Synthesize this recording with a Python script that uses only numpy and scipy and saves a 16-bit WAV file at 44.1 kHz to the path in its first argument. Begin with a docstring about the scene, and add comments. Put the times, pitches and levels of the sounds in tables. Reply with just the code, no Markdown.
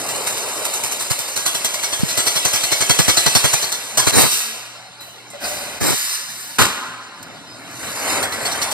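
"""A wire weaving machine heard close by: in each run, about eleven strokes a second clash and ring its metal.
The clashes are clustered noise hits striking dying tones, and each one shakes the microphones with a thump.
Air valves blast shaped noise, a cutter bangs, small parts clink, and an actuator groans and tones squeak.
A rattling drive, steady motors and far machines lie beneath; a hall of echoes carries the main sounds on."""
import sys
import numpy as np
from scipy import signal
from scipy.fft import rfft, irfft, next_fast_len
from scipy.io import wavfile
from scipy.ndimage import uniform_filter1d

SR = 44100
rng = np.random.default_rng(int(sys.argv[2]) if len(sys.argv) > 2 else 0)


def log_audio(samples):
    """Write samples as a 16-bit WAV file to the path given in sys.argv[1]."""
    # one column per channel
    frames = np.atleast_2d(samples).T
    # limit to full scale, then quantise
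    limited = np.clip(frames, -1, 1)
    pcm = np.round(limited * 32767).astype(np.int16)
    wavfile.write(sys.argv[1], SR, pcm)


N = 384977  # samples in the scene
SIZE = next_fast_len(N)


def amp(db):
    """Turns decibels into a gain."""
    return 10 ** (np.asarray(db) / 20)


def evened(x):
    """Scales a sound to an average (rms) strength of 1."""
    return x / np.sqrt(np.mean(x ** 2) + 1e-20)


def read(points, hz):
    """Reads a table between its points, with pitch on a logarithmic scale."""
    f, value = np.transpose(points)
    return np.interp(np.log(hz + 1), np.log(f + 1), value)


def noise(spectrum, patchy_db, flicker_db):
    """Two unrelated noises of one colour, with shared drifting patches and wide-band flicker."""
    frames, hz = N // 256 + 3, np.fft.rfftfreq(512, 1 / SR)
    a, b, c, d, patches = rng.standard_normal((5, frames, 257))
    flicker = evened(patches.mean(1))[:, None]
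    patches = uniform_filter1d(patches, size=2, axis=1)
    patches = evened(uniform_filter1d(patches, size=8, axis=0))
    gain = amp(read(spectrum, hz) + patchy_db * patches + flicker_db * flicker)
    grains = irfft(np.array([a + 1j * b, c + 1j * d]) * gain, 512)
    grains = grains * np.sin(np.pi * np.arange(512) / 512)
    # each grain's first half overlaps the second half of the one before
    overlapped = grains[:, 1:, :256] + grains[:, :-1, 256:]
    return evened(overlapped.reshape(2, -1)[:, :N])


def coloured(gain):
    """Two unrelated steady noises of rms 1, shaped by gain(hz)."""
    z = rfft(rng.standard_normal((2, SIZE))) * gain(np.fft.rfftfreq(SIZE, 1 / SR))
    return evened(irfft(z, SIZE)[:, :N])


def peak(hz, centre_hz, width):
    """Gain of one resonance, strongest at its centre."""
    return 1 / (1 + (2 * (hz - centre_hz) / width) ** 2)


def follow(tables, column):
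    """Gain over time from one dB column of several tables, silent outside their times."""
    t, gain = np.arange(N) / SR, np.zeros(N)
    for rows in tables:
        rows = np.array(rows)
        already_on = rows[0, 0] < .001
        inside_s = np.minimum(t - rows[0, 0], rows[-1, 0] - t)
        edge = np.clip(inside_s / 0.0014 + already_on, 0, 1)
        gain += amp(np.interp(t, rows[:, 0], rows[:, column])) * edge
    return gain


def grit(db):
    """Uneven gain that lets single ticks stand out of a noise."""
    steps = np.minimum(rng.exponential(1, N // 16 + 1), 6)
    return evened(amp(db * np.repeat(steps, 16)[:N]))


# how the air sound reaches the two microphones:
# pitch_hz, phase of right on left (half turns), likeness (0-1), diffuse share (0-1)
AIR_PAIR = [(1, 0.36, 0, 0), (280, 0.15, 1, 0.2), (487, -.5, 0.5, 0.36), (1850, 0.45, 1, 0),
            (2970, 0.49, 0, 0), (4160, 2, 0.55, 0.47), (6400, 3, 0.7, 0.32), (8370, 4, 0.6, 0.21),
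            (10100, 5, 0.7, 0.67), (12500, 6, 0.7, 0.1), (14300, 3, 0, 0.2), (16700, 4, .2, .05)]
# the same for the shaken mount, opposed in the bass:
# pitch_hz, phase of right on left (half turns), likeness (0-1), diffuse share (0-1)
MOUNT_PAIR = [(1, -1.03, 0.9, 0.16), (497, -0.67, 0.77, 0.28), (1620, -0.12, .4, 0.16)]
# balance between the sides: pitch_hz, left_over_right_db
LEAN = [(60, 0), (180, -1.5), (550, 1.5), (1640, 0), (4950, 0.0), (14900, -1.5)]


def pair(x, table):
    """Sets two microphones apart in phase, differently at each pitch, by mixing a sum and a difference."""
    hz = np.fft.rfftfreq(SIZE, 1 / SR)
    f, *columns = np.transpose(table)
    turns, like, diffuse = (np.interp(hz, f, c) for c in columns)
    like, diffuse, half = np.clip(like, 0, 1), np.clip(diffuse, 0, 1), np.pi * turns / 2
    a, b = rfft(x, SIZE)
    direct, lean = np.sqrt(1 - diffuse ** 2), amp(read(LEAN, hz) / 2)
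    mid = direct * np.cos(half) * a + diffuse * abs(np.sin(half)) * b
    partly_like = like * a + np.sqrt(1 - like ** 2) * b
    side = direct * np.sin(half) * partly_like + diffuse * abs(np.cos(half)) * b
    return irfft(np.array([(1j * mid + side) * lean, (1j * mid - side) / lean]), SIZE)[:, :N]


# how long the hall takes to fall by 60 dB: pitch_hz, fall_s
HALL_FALL = [(100, 0.27), (500, 1.5), (1500, 1.82), (4000, 1.09), (8000, 0.89), (14000, 0.66)]


def hall(x):
    """Echoes as sparse taps of random sign, each band dying at its own speed; two tails take turns."""
    size, out = 5 * SR // 4, np.zeros((2, N))
    for turn in (np.cos, np.sin):
        taps = np.zeros((2, size))
        at = np.arange(500, size - 20, 20)
        at = at + rng.integers(0, 20, (2, len(at)))
        np.put_along_axis(taps, at, rng.choice([-1., 1.], at.shape), 1)
        hz, t, z = signal.stft(taps, SR, nperseg=256)
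        dying = z * amp(-60 * t / read(HALL_FALL, hz)[:, None])
        tail = signal.istft(dying, SR, nperseg=256)[1]
        share = turn(2 * np.pi * 2.3 * np.arange(N) / SR)
        out += signal.fftconvolve(x * share, tail / np.linalg.norm(tail[0]), axes=1)[:, :N]
    return out


# colour of the far machines: pitch_hz, relative level (dB per Hz)
FACTORY_COLOUR = [(40, -33), (100, -15), (200, -2.5), (400, -7), (700, 0), (1200, -6.5), (2000, -5.5),
                  (3200, -7), (5000, -8), (7500, -13), (10500, -17), (13000, -33), (15500, -28.0)]
# their hums: pitch_hz, relative level_db, width_hz
FACTORY_HUMS = [(118, -13, 7), (464, -10, 3.9), (565, 1.5, 28), (688, -6, 4.3), (740, 0, 21), (1422, 3, 46),
                (4070, 6, 710), (5150, -11, 20)]
WASH_DB, HUMS_DB = -40.5, -48.0


def factory():
    """Far machines: a wash of noise, and motor hums that waver because they are narrow noise."""
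    def hum_gain(hz):
        """Several resonances side by side."""
        return sum(amp(db) * peak(hz, f, width) / np.sqrt(width) for f, db, width in FACTORY_HUMS)
    wash = noise(FACTORY_COLOUR, patchy_db=4.5, flicker_db=0.5)
    return amp(WASH_DB) * wash + amp(HUMS_DB) * coloured(hum_gain)


# motor tones: start_s, end_s, pitch_hz, level_db before the waver
MOTOR_TONES = [(-2, 10, 118.4, -56.5), (6.5, 7.1, 255, -51), (8, 10, 70, -49), (8, 10, 91.5, -48.5),
               (7.5, 10, 275, -50)]
MOTOR_FADE_S, WAVER_DB = 0.1, 3.0


def motors():
    """Pure tones of steady pitch whose level wavers slowly."""
    t, out = np.arange(N) / SR, np.zeros(N)
    wavers = rng.standard_normal((len(MOTOR_TONES), 60))
    for (start, end, hz, db), points in zip(MOTOR_TONES, wavers):
        waver = np.interp(t, np.linspace(0, t[-1], len(points)), points)
        fade = np.clip(np.minimum(t - start, end - t) / MOTOR_FADE_S, 0, 1)
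        out += amp(db + WAVER_DB * waver) * np.sin(2 * np.pi * hz * t) * fade
    return out


# the drive's two runs, each a list of: time_s, drone_db, mesh_rattle_db, deep_rumble_db
DRIVE_RUNS = [
    [(0.0, -28, -27, -41.5), (0.6, -28.5, -26, -53), (1.1, -36.5, -28.5, -56), (1.8, -35, -27.5, -68),
     (2.4, -33.5, -23, -67), (3.0, -33, -22, -61), (3.55, -35.5, -20.5, -67), (3.77, -37.5, -30, -62),
     (4.0, -36, -31, -59), (4.11, -27, -18, -50)],
    [(7.2, -45, -76, -45), (7.55, -45, -52, -48), (7.79, -36.5, -34, -42), (7.84, -33, -30.5, -43),
     (7.93, -33, -28.5, -46), (8.12, -21.5, -21, -37.5), (8.225, -21, -25.5, -36), (8.29, -28.5, -36, -46),
     (8.44, -25, -28, -39), (8.73, -28, -28, -47)],
]
# drone of the first run, close to the drive: pitch_hz, relative level (dB per Hz)
DRONE_FIRST = [(60, -52), (120, -25), (250, -15.5), (420, -2), (560, 3.5), (900, -2.5), (1250, -4.5),
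               (1900, -12), (2400, -11), (4000, -24)]
# drone of the second run, further along the frame: pitch_hz, relative level (dB per Hz)
DRONE_SECOND = [(60, -52), (120, -22), (250, -14.5), (420, -6.5), (560, 0), (800, -2.5), (1300, -4),
                (2200, -5.5), (4000, -32)]
# rattle of the mesh: pitch_hz, relative level (dB per Hz)
RATTLE_COLOUR = [(800, -62), (2000, -1), (3200, -2), (5000, -0.5), (7500, 0), (10500, -2.5), (13000, -11),
                 (15500, -14.5)]
# deep rumble: pitch_hz, relative level (dB per Hz)
DEEP_COLOUR = [(30, -16), (60, -12), (110, 4.5), (180, -1), (280, 5), (450, -9), (900, -67)]


def drive():
    """The running drive drones and rumbles low while the mesh rattles above, all as shaped noise."""
    drone = 0
    for colour, run in zip((DRONE_FIRST, DRONE_SECOND), DRIVE_RUNS):
        drone = drone + noise(colour, patchy_db=2.0, flicker_db=0.7) * follow([run], column=1)
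    deep = coloured(lambda hz: amp(read(DEEP_COLOUR, hz))) * follow(DRIVE_RUNS, column=3)
    rattle = noise(RATTLE_COLOUR, patchy_db=4.0, flicker_db=-0.9) * grit(db=-0.5)
    return drone + deep + rattle * follow(DRIVE_RUNS, column=2)


# a thin squeak, and low moans around the first blast: start_s, length_s, pitch_hz, level_db
SQUEAK_TONES = [(7.465, 0.1, 4995, -36), (3.9, 0.15, 222, -44.5), (4.41, 0.18, 224, -44),
                (4.28, 0.14, 442, -45), (4.43, 0.13, 440, -49)]


def squeak():
    """Pure tones that swell and fade, each under one arch."""
    t, out = np.arange(N) / SR, np.zeros(N)
    for s, length, hz, db in SQUEAK_TONES:
        arch = np.sin(np.pi * np.clip((t - s) / length, 0, 1))
        out += amp(db) * arch * np.sin(2 * np.pi * hz * t)
    return out


# an actuator groans as the hooks shift: time_s, level_db
GROAN_LEVEL = [(5.333, -36.5), (5.39, -42), (5.44, -25), (5.55, -29.5), (5.79, -31.5)]
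# its resonances: pitch_hz, width_hz, relative level_db
GROAN_MODES = [(582, 32, -1), (730, 130, -12), (1460, 30, -12), (1587, 24, -13), (2020, 40, -11.5),
               (2500, 40, -12), (1000, 10400, -18)]


def groan():
    """Noise in narrow resonances over a broad one."""
    sound = coloured(lambda f: sum(amp(db) * peak(f, hz, width) for hz, width, db in GROAN_MODES))
    return sound * follow([GROAN_LEVEL], column=1)


# small parts clinking: start_s, relative level_db, pitch_hz, width of the tick (Hz), fall by 60 dB (s)
CLINK_HITS = [(4.997, -36.5, 4000, 11, 0.42), (5.006, -33.5, 2970, 28000, 0.62),
              (5.301, -33, 8090, 1500, 0.16), (5.333, -29.5, 577, 21, 0.21), (5.44, -20.5, 4990, 580, 0.16),
              (6.639, -19, 8000, 57, 0.14), (7.228, -26, 7940, 5200, 0.043),
              (7.83, -26.5, 1490, 2600, 0.62)]


def clinks():
    """Each clink wavers around its pitch: narrow ones ring clean, wide ones tick."""
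    out, t = np.zeros((2, N + SR)), np.arange(SR // 2) / SR
    for s, db, hz, width, t60 in CLINK_HITS:
        smoothing = [1, -np.exp(-np.pi * width / SR)]
        a, b = signal.lfilter([1], smoothing, rng.standard_normal((2, 2, len(t))))
        sine = np.sin(2 * np.pi * hz * t)
        tick = evened(a * np.cos(2 * np.pi * hz * t) + b * sine)
        tick = evened(tick + 60. / (width + 20.) * sine)
        envelope = amp(db - 2.0 - 60 * t / t60) * np.minimum(t / 0.00096, 1)
        start = round(s * SR)
        out[:, start:start + len(t)] += envelope * tick
    return out[:, :N]


# dull knocks close to the microphones:
# start_s, level_db, pitch_hz, fall by 60 dB (s), push 1 or pull -1
POP_HITS = [(1.1072, -3.5, 118, 0.03, -1), (1.199, -21, 108, 0.022, -1), (1.995, -17, 105, 0.06, 1),
            (2.0325, 3.5, 170, 0.022, 1), (2.052, -22, 122, 0.046, 1), (5.818, -9, 100, 0.035, -1),
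            (6.611, -10, 107, 0.1, -1)]


def pops():
    """A quick push or pull that swings to and fro and dies."""
    t, out = np.arange(N) / SR, np.zeros(N)
    for s, db, hz, t60, way in POP_HITS:
        since = np.maximum(t - s, 0)
        swing = np.sin(2 * np.pi * hz * since) * (1 - np.exp(-since / 0.0017))
        out += np.sign(way) * amp(db - 60 * since / t60) * swing
    return out


# colour of thumps and gusts: pitch_hz, relative level (dB per Hz)
THUMP_COLOUR = [(25, -23), (60, -9.5), (140, -3), (300, -5.5), (600, -9), (1200, -14), (2500, -18),
                (5000, -115)]


def rumble(lumpy_db):
    """Low noise in uneven lumps, as air or a shaken mount pushes the microphones."""
    lumps = uniform_filter1d(rng.standard_normal(N), size=300)
    lumps = evened(uniform_filter1d(lumps, size=300))
    return evened(coloured(lambda hz: amp(read(THUMP_COLOUR, hz))) * amp(lumpy_db * lumps))


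VALVE_S, SHUT_S = 0.016, 0.03  # a valve closes more softly than it opens


def valve(opens, fullest, shuts, db, snap_db, sag_db):
    """Gain of a jet of air: it snaps part open, swells to full, sags steadily and shuts."""
    t = np.arange(N) / SR
    swell_db = snap_db * np.clip((fullest - t) / (fullest - opens), 0, 1)
    edge = np.clip(np.minimum((t - opens) / VALVE_S, (shuts - t) / SHUT_S), 0, 1)
    return amp(db + swell_db + sag_db * np.maximum(t - fullest, 0)) * edge


# air blasts: opens_s, fullest_s, shuts_s, hiss_db, snap relative to full (dB), hiss sag (dB per s),
# buffeting of the microphones (dB), buffeting sag (dB per s), buffeting_ends_s
AIR_BLASTS = [(4.114, 4.188, 4.254, -8.5, -14.5, -50, -10, -120, 4.295),
              (4.302, 4.313, 4.45, -15.5, -6, -96, -35, -40, 4.4),
              (5.397, 5.457, 5.8, -24.5, -13.5, -51, -50, -40, 5.8),
              (5.8, 5.895, 6.17, -16.5, -3, -104, -18, -80, 5.965)]
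# the last valve bleeds on: time_s, hiss_db
VALVE_BLEED = [(5.96, -31.5), (6.155, -21.5), (6.2, -63), (6.3, -31.5), (6.575, -35.5)]
# colour of the hiss: pitch_hz, relative level (dB per Hz)
HISS_COLOUR = [(40, -30), (100, -54), (200, -54), (400, -46.5), (700, -14), (1200, -8), (2000, -5.5),
               (3200, -4), (5000, 1.5), (7500, 0.5), (10500, -0.5), (13000, -6.5), (15500, -2)]


def air_valves():
    """Jets of air: their noisy hiss, and the strength of the gusts that buffet the microphones."""
    jets = sum(valve(*row[:6]) for row in AIR_BLASTS)
    buffeting = sum(valve(opens, full, ends, db, snap, sag)
                    for opens, full, _, _, snap, _, db, sag, ends in AIR_BLASTS)
    air = noise(HISS_COLOUR, patchy_db=4.5, flicker_db=0.5)
    return air * (jets + follow([VALVE_BLEED], column=1)), buffeting


def bursts(times, levels_db, lengths, rises, t60, sag_db):
    """Envelopes that rise, sag through their length and die."""
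    out, t = np.zeros(N + SR), np.arange(SR // 4) / SR
    for s, db, length, rise in zip(times, levels_db, lengths, rises):
        shape = np.minimum(t / rise, 1) * amp(sag_db * t - 60 * np.maximum(t - length, 0) / t60)
        out[round(s * SR):][:len(t)] += amp(db) * shape
    return out[:N]


def ring(x, modes):
    """Lets x strike a set of dying tones; the overall gain is 1 on white noise."""
    t = np.arange(0, min(max(t60 for hz, db, t60 in modes), 1), 1 / SR)
    body = sum(amp(db - 60 * t / t60) * np.sin(2 * np.pi * hz * t) / np.sqrt(t60) for hz, db, t60 in modes)
    return signal.oaconvolve(x, body[None] / np.linalg.norm(body), axes=1)[:, :N]


BOUNCES_PER_S, BOUNCE_S, BOUNCE_SHARE = 300, .002, .32  # a clash is a cluster of quick separate hits


def bounces():
    """Gain in which short hits of uneven size stand out of a steady scrape."""
    hits = (rng.random(N) < BOUNCES_PER_S / SR) * rng.exponential(1, N)
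    hits = signal.lfilter([1], [1, -np.exp(-1 / (BOUNCE_S * SR))], hits)
    return evened(1 - BOUNCE_SHARE + BOUNCE_SHARE * evened(hits))


# the wire sits differently at each blow: share of pitch, spread of tone levels, number of sittings in turn
RETUNE, RECOLOUR_DB, SETUPS = .009, 4, 11
GRIT_DB = 0.1  # single wire ticks stand out of the clash


def blows(rows, spectrum, modes, ring_db, patchy_db, crest_db, rises, sag_db, t60, thump_t60):
    """A burst of clashing metal, the tones it rings, and the envelope of a low thump a moment later."""
    s, db, thump_db, length = np.transpose(rows)
    start, lasting, clash_db = s - rises / 2, length + rises / 2, db - crest_db
    clash = noise(spectrum, patchy_db, flicker_db=0.0) * grit(GRIT_DB) * bounces()
    out = clash * bursts(start, clash_db, lasting, rises, t60, sag_db)
    shocks, sitting = rng.standard_normal((2, N)) * bounces(), np.arange(len(s)) % SETUPS
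    for k in np.unique(sitting):
        # the first sitting keeps the tones as listed
        changes = rng.standard_normal((len(modes), 2)) * (k > 0)
        shifted = [(hz * (1 + RETUNE * a), mode_db + RECOLOUR_DB * b, ring_s)
                   for (hz, mode_db, ring_s), (a, b) in zip(modes, changes)]
        chosen = [v[sitting == k] for v in (start, clash_db + ring_db, lasting, rises)]
        out = out + ring(shocks * bursts(*chosen, t60=0.042, sag_db=sag_db), shifted)
    thump = bursts(s + 0.001, thump_db, length, np.full_like(s, 0.0029), thump_t60, sag_db)
    return out, thump


def knocks(rows, over_thump_db, low_hz, high_hz, t60):
    """Each blow also rocks the frame: a few cycles of a low, quickly dying swing."""
    out, t = np.zeros(N + SR), np.arange(SR // 5) / SR
    for (s, db, thump_db, length), (pitch, sign) in zip(rows, rng.random((len(rows), 2))):
        hz = low_hz + pitch * (high_hz - low_hz)
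        swing = np.sin(2 * np.pi * hz * t) * np.sign(sign - .5)
        out[round((s + .003) * SR):][:len(t)] += amp(thump_db + over_thump_db - 60 * t / t60) * swing
    return out[:N]


# the cutter's bang: time_s, relative clash_db, relative thump_db, length_s
CUTTER_BLOW = [(6.587, -2.1, -15.5, 0.034)]
# colour of its clash: pitch_hz, relative level (dB per Hz)
CUTTER_COLOUR = [(120, -11), (300, -4), (700, -8.5), (1200, 1), (2000, -8), (3200, -6), (5000, -8.5),
                 (7500, -8.5), (10500, -12.5), (15500, -20)]
# tones it rings: pitch_hz, relative level_db, fall by 60 dB (s)
CUTTER_MODES = [(883, -18, 0.2), (910, -21, 0.2), (1034, -9, 0.2), (1040, -7, 0.2), (1120, -18, 0.2),
                (1185, -10, 0.17), (1209, -14, 0.2), (1324, -11, 0.2), (1400, -8, 0.2), (1442, -8, 0.28),
                (1522, -9, 0.22), (1774, -10, 0.1), (1930, -6, 0.09), (2160, -13.5, 0.13),
                (4260, -13, 0.12), (4450, -11, 0.12)]


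def cutter():
    """The cutter bangs: a noisy clash that rings its metal, and the strength of its thump."""
    return blows(CUTTER_BLOW, CUTTER_COLOUR, CUTTER_MODES, ring_db=-8, patchy_db=0.7, crest_db=4.5,
                 rises=np.array([0.008]), sag_db=-64.0, t60=0.32, thump_t60=0.1)


# weaving strokes: time_s, relative clash_db, relative thump_db, length of the clash (s)
WEAVING_STROKES = [(0.087, -10, -36, 0.025), (0.152, -14, -38, 0.017), (0.267, -6, -40, 0.11),
                   (0.3687, -11, -35, 0.0096), (0.479, -17, -44, 0.0074), (0.5524, -20, -47, 0.033),
                   (0.65, -7, -35, 0.019), (0.735, -7.5, -43, 0.035), (0.836, -6.5, -30, 0.03),
                   (0.916, -7, -45, 0.015), (0.9997, -9, -36, 0.06), (1.105, -2, -24, 0.008),
                   (1.187, -9, -37, 0.03), (1.282, -11, -48, 0.0042), (1.362, -5.5, -34, 0.048),
                   (1.4568, -4, -30, 0.027), (1.545, -6.5, -31, 0.018), (1.645, -4.5, -26, 0.013),
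                   (1.738, -9, -54, 0.011), (1.831, -7.5, -57, 0.015), (1.926, -10, -40, 0.0087),
                   (1.997, -17.5, -36, 0.023), (2.033, -29, -26, 0.0032), (2.083, -9, -45, 0.05),
                   (2.173, -3.5, -21.5, 0.031), (2.264, -4.5, -36, 0.016), (2.356, -5, -30, 0.017),
                   (2.4488, -5.5, -19.5, 0.018), (2.533, -4.5, -25, 0.032), (2.6328, -5.5, -24.5, 0.0087),
                   (2.717, -5, -20, 0.017), (2.806, -4, -17, 0.018), (2.895, -3, -11.5, 0.018),
                   (2.988, -1, -11.5, 0.019), (3.0788, -2.5, -12.5, 0.025), (3.169, -2, -19.5, 0.017),
                   (3.26, -2.5, -12, 0.018), (3.3505, 0.5, -12, 0.017), (3.4393, -4.5, -13.5, 0.024),
                   (3.531, -4, -15, 0.013), (3.6237, -7.5, -32, 0.02), (3.719, -10.5, -44, 0.029),
                   (3.9719, -3, -20.5, 0.066), (4.0681, -2, -14, 0.012), (8.227, -9.5, -42, 0.0052),
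                   (8.322, -14, -46, 0.018), (8.452, -11, -46, 0.017), (8.5127, -15.5, -44, 0.013),
                   (8.617, -8, -46, 0.013), (8.71, -13.5, -44, 0.023)]
# colour of the clash: pitch_hz, relative level (dB per Hz)
CLASH_COLOUR = [(150, -40), (400, -6), (700, 0.5), (1200, -0.5), (2000, -2), (3200, -2), (5000, 1.5),
                (7500, 4.5), (10500, 1), (13000, -5.5), (15500, -3)]
# tones of frame and wire: pitch_hz, relative level_db, fall by 60 dB (s)
FRAME_MODES = [(678, -12.5, 0.11), (1180, -22.5, 0.093), (1397, -16.5, 0.23), (1644, -13, 0.18),
               (1810, -12.5, 0.27), (1987, -10, 0.11), (2236, -10.5, 0.14), (3330, -3.5, 0.17),
               (3500, -9, 0.14), (3587, -7, 0.18), (4140, -0.5, 0.053), (4420, -4.5, 0.043),
               (4800, -7.5, 0.069), (5020, -8, 0.068), (5450, -9.5, 0.16), (5680, -2, 0.079),
               (6130, -1.5, 0.098), (7500, -19, 0.08), (7540, -20, 0.11), (8449, -3.5, 0.14),
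               (9150, -20, 0.13)]
# the frame rings more as the first run gets going: time_s, ring_over_clash_db
RING_LEVEL = [(0, -35), (1.3, -7), (1.7, 1), (4.1, 1), (8.7, 1)]
# strokes bite faster as the run gets going: time_s, rise_s
STROKE_RISE = [(0, 0.013), (2.0, 0.011), (2.7, 0.006), (3.0, 0.004), (4.1, 0.0036), (8.2, 0.004)]
RING_SPREAD_DB = 1  # from blow to blow


def weaving():
    """Strokes clash the wire and ring the frame; also gives the strength of their thumps."""
    times = np.array(WEAVING_STROKES)[:, 0]
    ring_db = np.interp(times, *np.transpose(RING_LEVEL))
    ring_db = ring_db + RING_SPREAD_DB * rng.standard_normal(len(times))
    rises = np.interp(times, *np.transpose(STROKE_RISE))
    return blows(WEAVING_STROKES, CLASH_COLOUR, FRAME_MODES, ring_db, patchy_db=3.5, crest_db=9.5,
                 rises=rises, sag_db=-180., t60=0.22, thump_t60=0.061)


def scene():
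    """Sound reaches the microphones through the air; thumps and gusts also shake them directly."""
    background = factory() + motors() + drive()
    small = clinks() + groan() + squeak()
    hiss, buffeting = air_valves()
    cut, jolt = cutter()
    weave, shake = weaving()
    pushes = rumble(lumpy_db=1.0) * (shake + jolt + buffeting) + pops()
    all_blows = np.vstack([WEAVING_STROKES, CUTTER_BLOW])
    pushes = pushes + knocks(all_blows, over_thump_db=0.5, low_hz=91.0, high_hz=190.0, t60=0.07)
    into_hall = amp(-7.5) * weave + amp(-9.0) * cut + amp(-1.5) * hiss
    into_hall = into_hall + amp(-12.0) * small + amp(-32.0) * pushes
    airborne = background + small + hiss + cut + weave + hall(into_hall)
    return pair(airborne, AIR_PAIR) + pair(pushes, MOUNT_PAIR)


BASS_CUT_HZ, TREBLE_LIMIT_HZ = 56, 15520


def record(dry):
    """The microphones lose the deepest bass; then come clipping and the treble limit."""
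    thinned = signal.lfilter(*signal.butter(2, BASS_CUT_HZ, "high", fs=SR), dry)
    limit = signal.firwin(511, TREBLE_LIMIT_HZ, window=("kaiser", 9), fs=SR)
    return signal.oaconvolve(np.clip(thinned, -1, 1), limit[None], "same")


dry = scene()
out = record(dry)
log_audio(out)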